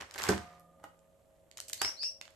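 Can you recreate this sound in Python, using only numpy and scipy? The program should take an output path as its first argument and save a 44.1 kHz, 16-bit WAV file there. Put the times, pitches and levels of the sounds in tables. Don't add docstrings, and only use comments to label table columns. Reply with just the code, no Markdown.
import sys
import numpy as np
from scipy import signal
from scipy.fft import rfft, irfft, next_fast_len
from scipy.io import wavfile
from scipy.ndimage import map_coordinates

SR = 44100
rng = np.random.default_rng(int(sys.argv[2]) if len(sys.argv) > 2 else 0)


def generate_wav(signal):
    frames = np.transpose(np.atleast_2d(signal))
    scaled = np.clip(frames, -1, 1) * 32767
    pcm = np.round(scaled).astype(np.int16)
    wavfile.write(sys.argv[1], SR, pcm)


N = 103635

# pitch in Hz, level in dB.
HUM_TONES = [(161.5, -89.5), (543.7, -71), (640.6, -73)]
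# frequency in Hz, gain in dB.
AIR_EQ = [(25, -9), (50, -4.5), (90, -8.5), (200, -15), (400, -17.5), (580, -10), (800, -19), (1200, -28.5),
          (2000, -43.5), (3200, -33.5), (5000, -42.5), (7500, -31.5), (10000, -36.5), (13000, -33)]
# time in seconds, level in dB.
TEAR_LEVELS = [(0, -45), (.03, -53), (.07, -68), (.1, -60), (.17, -57), (.19, -38.5), (.222, -42.5),
               (.245, -37.5), (.275, -35.5), (.295, -34), (.32, -36), (.35, -48.5), (.4, -56.5),
               (.55, -65.5), (.66, -82), (1.78, -80.5), (1.825, -44.5), (1.87, -52.5), (1.93, -58.5),
               (2.0, -104), (2.35, -70.5)]
# frequency in Hz, gain in dB.
TEAR_EQ = [(60, -10.5), (200, -10), (300, -2), (550, -0.5), (1000, 6), (2000, 2), (3000, -4), (5000, -8.5),
           (8500, -11.5), (10000, -21), (12000, -15.5), (14000, -25.5)]
FIBRE_EDGES_HZ = [150, 800, 1700, 3200, 6500, 14000]
# time in seconds, level in dB.
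ROLL_LEVELS = [(0, -56), (.12, -75.5), (.2, -54), (.28, -50.5), (.4, -72), (.5, -70.5), (.85, -70),
               (1.1, -89), (1.8, -67.5), (1.85, -51), (1.95, -76), (2.15, -90), (2.3, -76)]
# frequency in Hz, gain in dB.
ROLL_EQ = [(25, -23.5), (50, -7), (80, -2), (150, -14.5), (400, -11.5), (700, -14.5), (2000, -46),
           (8000, -85.5)]
# start in seconds, level in dB, tilt in dB per octave, length in seconds.
FIBRE_SNAPS = [(.009, -41, -6.5, 0.0067), (0.0192, -44, -13.5, 0.0048), (0.044, -56, -17, 0.006),
               (0.1099, -48, -3, .003), (0.1388, -44.5, 0.5, 0.007), (0.147, -47, -12, 0.0027),
               (.179, -41, -6, 0.0046), (0.184, -41.5, -6, 0.0021), (.186, -28, 17, 0.0028),
               (.1995, -48, -7, 0.00067), (.208, -39, 21, 0.0013), (0.2203, -36.5, -2, 0.00133),
               (0.232, -35.5, 6.5, .002), (0.2375, -32, -4.5, .003), (0.287, -27.5, -2, 0.009),
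               (0.378, -41, -8.5, 0.0036), (0.597, -48.5, 12.5, 0.00076), (0.606, -57.5, 11, 0.0016),
               (0.837, -49, 9.5, 0.0089), (0.991, -68, 2, 0.0027), (1.513, -53, -2, 0.0032),
               (1.5714, -42.5, -1, 0.0052), (1.579, -45, 1, 0.006), (1.587, -50, -13, 0.0046),
               (1.602, -36.5, -0.5, 0.0021), (1.681, -41, 4.5, 0.0087), (1.69, -40, 8, 0.0043),
               (1.6966, -40.5, 4, 0.0022), (1.7, -52, -15, 0.0014), (1.7305, -29, 1.5, 0.006),
               (1.776, -50.5, -2.5, 0.0071), (1.8155, -26.5, -0.5, 0.0052), (1.819, -35, -1.5, 0.0047),
               (1.847, -32, -6.5, 0.0035), (2.03, -42, -5, 0.0094), (2.2123, -40.5, -6, 0.0036),
               (2.252, -53.5, -7.5, 0.0076), (2.279, -53.5, -7.5, 0.0012), (2.305, -62, 5, 0.0017)]
# frequency in Hz, gain in dB.
SNAP_EQ = [(100, -22.5), (350, -25.5), (600, -9.5), (1000, -15), (2100, -5), (3000, -3), (4800, -0.5),
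           (7000, 0.5), (8800, -2.5), (10000, -11.5), (11800, -7), (14000, -6.5)]
# start in seconds, level in dB, tilt in dB per octave.
RIND_KNOCKS = [(0.0223, -48, 1.5), (0.1579, -40, 1.5), (.192, -48, 0), (.238, -41, 1), (.2575, -40, 4.5),
               (.291, -24.5, -4.5), (.2975, -32, 10), (0.3329, -36, -1), (.3435, -43, 2.5),
               (1.8158, -27.5, 2), (1.846, -42.5, -15), (1.8906, -47, 6)]
# pitch in Hz, relative level in dB, 60 dB decay in seconds.
RIND_MODES = [(405.4, -5.5, 0.085), (777, -0.5, 0.051), (1275, -5, .025), (1544, 4, .035), (1714, 2, 0.022),
              (1936, -13, .025), (3100, -16.5, 0.017)]
# frequency in Hz, gain in dB.
RASP_EQ = [(100, -24), (350, -4), (800, 5), (1600, 1.5), (2500, -9.5), (4000, -12.5), (12000, -21)]
# start in seconds, gain in dB.
FRUIT_THUMPS = [(0.2907, -27), (0.3023, -27.5)]
# pitch in Hz, relative level in dB, 60 dB decay in seconds.
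BOOM_MODES = [(68.5, -21, 0.46), (83.7, -21.5, 0.49), (135, -13.5, 0.12), (197, -0.5, 0.22),
              (221, -3.5, 0.28), (317, -3, .2), (378.8, 2, 0.18), (405, 4.5, .12), (452, -1.5, 0.041),
              (564.6, -5, .13)]
# frequency in Hz, gain in dB.
THUD_EQ = [(25, -17.5), (50, -16), (75, 6.5), (150, -13), (400, -12.5), (700, -16.5), (2000, -33.5),
           (8000, -78.5)]
# pitch in Hz, level in dB, 60 dB decay in seconds.
METAL_MODES = [(169, -57.5, 2.74), (712, -43, 0.94), (791, -68, .8), (1007, -55.5, .3), (1207, -55.5, 1.82),
               (1229, -56.5, 1.8), (1728, -66.5, 1.2), (1850, -61.5, 0.9), (2966, -74.5, .6)]
# start in seconds, level in dB.
PEEL_TAPS = [(.798, -61.5), (.831, -59), (0.8404, -41.5)]
# pitch in Hz, relative level in dB, 60 dB decay in seconds.
PEEL_MODES = [(313, -9.5, 0.062), (665, -4.5, 0.055), (813, 4.5, 0.031), (1247, 1, 0.031),
              (1430, -14, 0.012), (1880, -12, 0.068), (2890, -14.5, 0.045)]
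# start in seconds, level in dB before the mix.
SQUEAK_CUES = [(1.773, -33.5), (1.962, -33)]
# frequency in Hz, 60 dB decay in seconds.
ROOM_DECAY = [(100, 0.12), (300, 0.26), (800, 0.29), (2000, 0.32), (5000, 0.33), (12000, 0.31)]
# frequency in Hz, gain in dB.
BAND_EQ = [(20, -11), (38, -14.5), (62, -0.5), (12700, 0), (13200, -12), (13700, -21), (15000, -40.5)]


def amp(db):
    return 10 ** (np.asarray(db) / 20)


def unit(x):
    return x / np.sqrt(np.mean(x ** 2) + 1e-20)


def punch(x):
    return unit(x) * np.sqrt(.005 * SR / x.shape[-1])


def along(points, hz):
    freqs, values = np.transpose(points)
    return np.interp(np.log(hz + 1), np.log(freqs + 1), values)


def fader(rows):
    return amp(np.interp(np.arange(N) / SR, *np.transpose(rows)))


def wobble(rate):
    return map_coordinates(rng.standard_normal(N), [np.arange(N) * rate / SR])


def add(track, start, x):
    i = max(0, round(start * SR))
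    track[..., i:i + x.shape[-1]] += x[..., :N - i]


def stereo_noise(alike, size):
    mid, side = rng.standard_normal((2, size))
    turn = np.arccos(alike) / 2
    return np.cos(turn) * mid + np.sin(turn) * np.array([side, -side])


def eq(x, points, tilt_db=0):
    n = x.shape[-1]
    size = 2 * next_fast_len(n)
    hz = np.fft.rfftfreq(size, 1 / SR)
    octaves = np.log2(np.maximum(hz, 1400) / 2000)
    cepstrum = irfft(np.log(amp(along(points, hz) + tilt_db * octaves)))
    cepstrum[1:size // 2] *= 2
    cepstrum[size // 2 + 1:] = 0
    return irfft(rfft(x, size) * np.exp(rfft(cepstrum)))[..., :n]


def fade(t, t60):
    return np.exp(-np.log(1000) * t / t60)


def ring(modes, t, tilt_db=0):
    return sum(amp(db + tilt_db * np.log2(hz / modes[0][0])) * fade(t, t60) * np.sin(2 * np.pi * hz * t)
               for hz, db, t60 in modes)


def room_tone():
    hum, t = np.zeros(N), np.arange(N) / SR
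    for hz, db in HUM_TONES:
        waver = 1 + .18 * (wobble(20) + 1j * wobble(9.5))
        hum += np.sqrt(2) * amp(db) * np.real(waver * np.exp(2j * np.pi * hz * t))
    return hum + amp(-67.5) * unit(eq(stereo_noise(.47, N), AIR_EQ))


def pith_tear(band_breaks_per_s=450, spread_db=2):
    crackle = np.zeros((2, N))
    for band in zip(FIBRE_EDGES_HZ, FIBRE_EDGES_HZ[1:]):
        breaks = rng.random(N) < band_breaks_per_s / SR
        strength = amp(spread_db * rng.standard_normal(N).clip(-2, 1))
        bandpass = signal.butter(2, band, "bandpass", fs=SR, output="sos")
        crackle += signal.sosfilt(bandpass, breaks * strength * stereo_noise(.37, N))
    return fader(TEAR_LEVELS) * unit(eq(crackle, TEAR_EQ))


def fruit_roll():
    return fader(ROLL_LEVELS) * unit(eq(stereo_noise(.9, N), ROLL_EQ))


def fibre_snaps():
    out, t = np.zeros((2, N)), np.arange(2048) / SR
    for start, db, tilt, length in FIBRE_SNAPS:
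        age = 2 * t / length
        burst = stereo_noise(.4, len(t)) * age * np.exp(-age * age)
        add(out, start, amp(db) * punch(eq(burst, SNAP_EQ, tilt)))
    return out


def rind_hit(modes, samples, rasp_db, tilt_db=0, rise_s=.00021):
    t = np.arange(samples) / SR
    rasp = eq(stereo_noise(.43, samples) * fade(t, t60=.04), RASP_EQ, tilt_db)
    body = punch(ring(modes, t, tilt_db)) + amp(rasp_db) * punch(rasp)
    return punch(body * (1 - np.exp(-t / rise_s)))


def rind_knocks():
    out = np.zeros((2, N))
    for start, db, tilt in RIND_KNOCKS:
        add(out, start, amp(db) * rind_hit(RIND_MODES, samples=4096, rasp_db=-.5, tilt_db=tilt))
    return out


def fruit_landing(rise_s=.0013):
    out, t = np.zeros((2, N)), np.arange(N) / SR
    attack = 1 - np.exp(-t / rise_s)
    for start, db in FRUIT_THUMPS:
        thud = unit(eq(stereo_noise(1, N), THUD_EQ)) * fade(t, t60=.29)
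        add(out, start, amp(db) * attack * (ring(BOOM_MODES, t) + amp(-6) * thud))
    return out


def tray_ring():
    out = np.zeros(N)
    add(out, FRUIT_THUMPS[0][0], ring(METAL_MODES, np.arange(N) / SR))
    return out


def peel_taps():
    out = np.zeros((2, N))
    for start, db in PEEL_TAPS:
        add(out, start, amp(db) * rind_hit(PEEL_MODES, samples=8192, rasp_db=-6))
    return out


def squeaks(length_s=.113):
    out, progress = np.zeros(N), np.linspace(0, 1, int(length_s * SR))
    swell_db = np.interp(progress, [0, .54, 1], [-22.5, 0, -.5])
    swell = amp(swell_db) * signal.windows.tukey(len(progress), .1)
    glide_hz = np.interp(progress, [0, .84], [4070, 5600])
    for start, db in SQUEAK_CUES:
        hz = glide_hz * (1 + .036 * wobble(700)[:len(progress)])
        phase = 2 * np.pi * np.cumsum(hz) / SR
        whistle = np.sin(phase) + amp(-26) * np.sin(2 * phase)
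        sub_and_fifth = amp(-23) * np.sin(phase / 2) + amp(-24) * np.sin(1.5 * phase)
        add(out, start, np.sqrt(2) * amp(db) * swell * (whistle + swell * sub_and_fifth))
    return out


def reverb(x, decay_scale=1, predelay_s=.008):
    hz, t, spectrum = signal.stft(rng.standard_normal((2, SR // 2)), SR, nperseg=256)
    decay = fade(t, decay_scale * along(ROOM_DECAY, hz)[:, None])
    tail = signal.istft(spectrum * decay, SR, nperseg=256)[1]
    tail = np.pad(tail / np.linalg.norm(tail[0]), ((0, 0), (int(predelay_s * SR), 0)))
    return signal.fftconvolve(np.atleast_2d(x), tail, axes=1)[:, :N]


def scene():
    snap, knock, thump = fibre_snaps(), rind_knocks(), fruit_landing()
    tap, squeak = peel_taps(), squeaks()
    pith = snap + pith_tear()
    send = amp(-6.5) * pith + amp(-8.5) * knock + amp(-9.5) * thump + amp(-3.5) * tap
    tail = reverb(send)
    early_reflections = amp(-12) * reverb(snap, decay_scale=.1)
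    near = pith + knock + thump + tap + fruit_roll() + tray_ring()
    near += tail + early_reflections + room_tone()
    direct = np.array([squeak, np.roll(squeak, 3)])
    far = amp(-8) * direct + amp(-1) * reverb(squeak, decay_scale=.74, predelay_s=0)
    pan_right, pan_left = amp([[-1.04], [1.04]]), amp([[1.1], [-1.1]])
    return near * pan_right + far * pan_left


def record(dry):
    high_cut = signal.ellip(10, .2, 80, 15060, fs=SR, output="sos")
    return signal.sosfilt(high_cut, eq(dry, BAND_EQ))


dry = scene()
out = record(dry)
generate_wav(out)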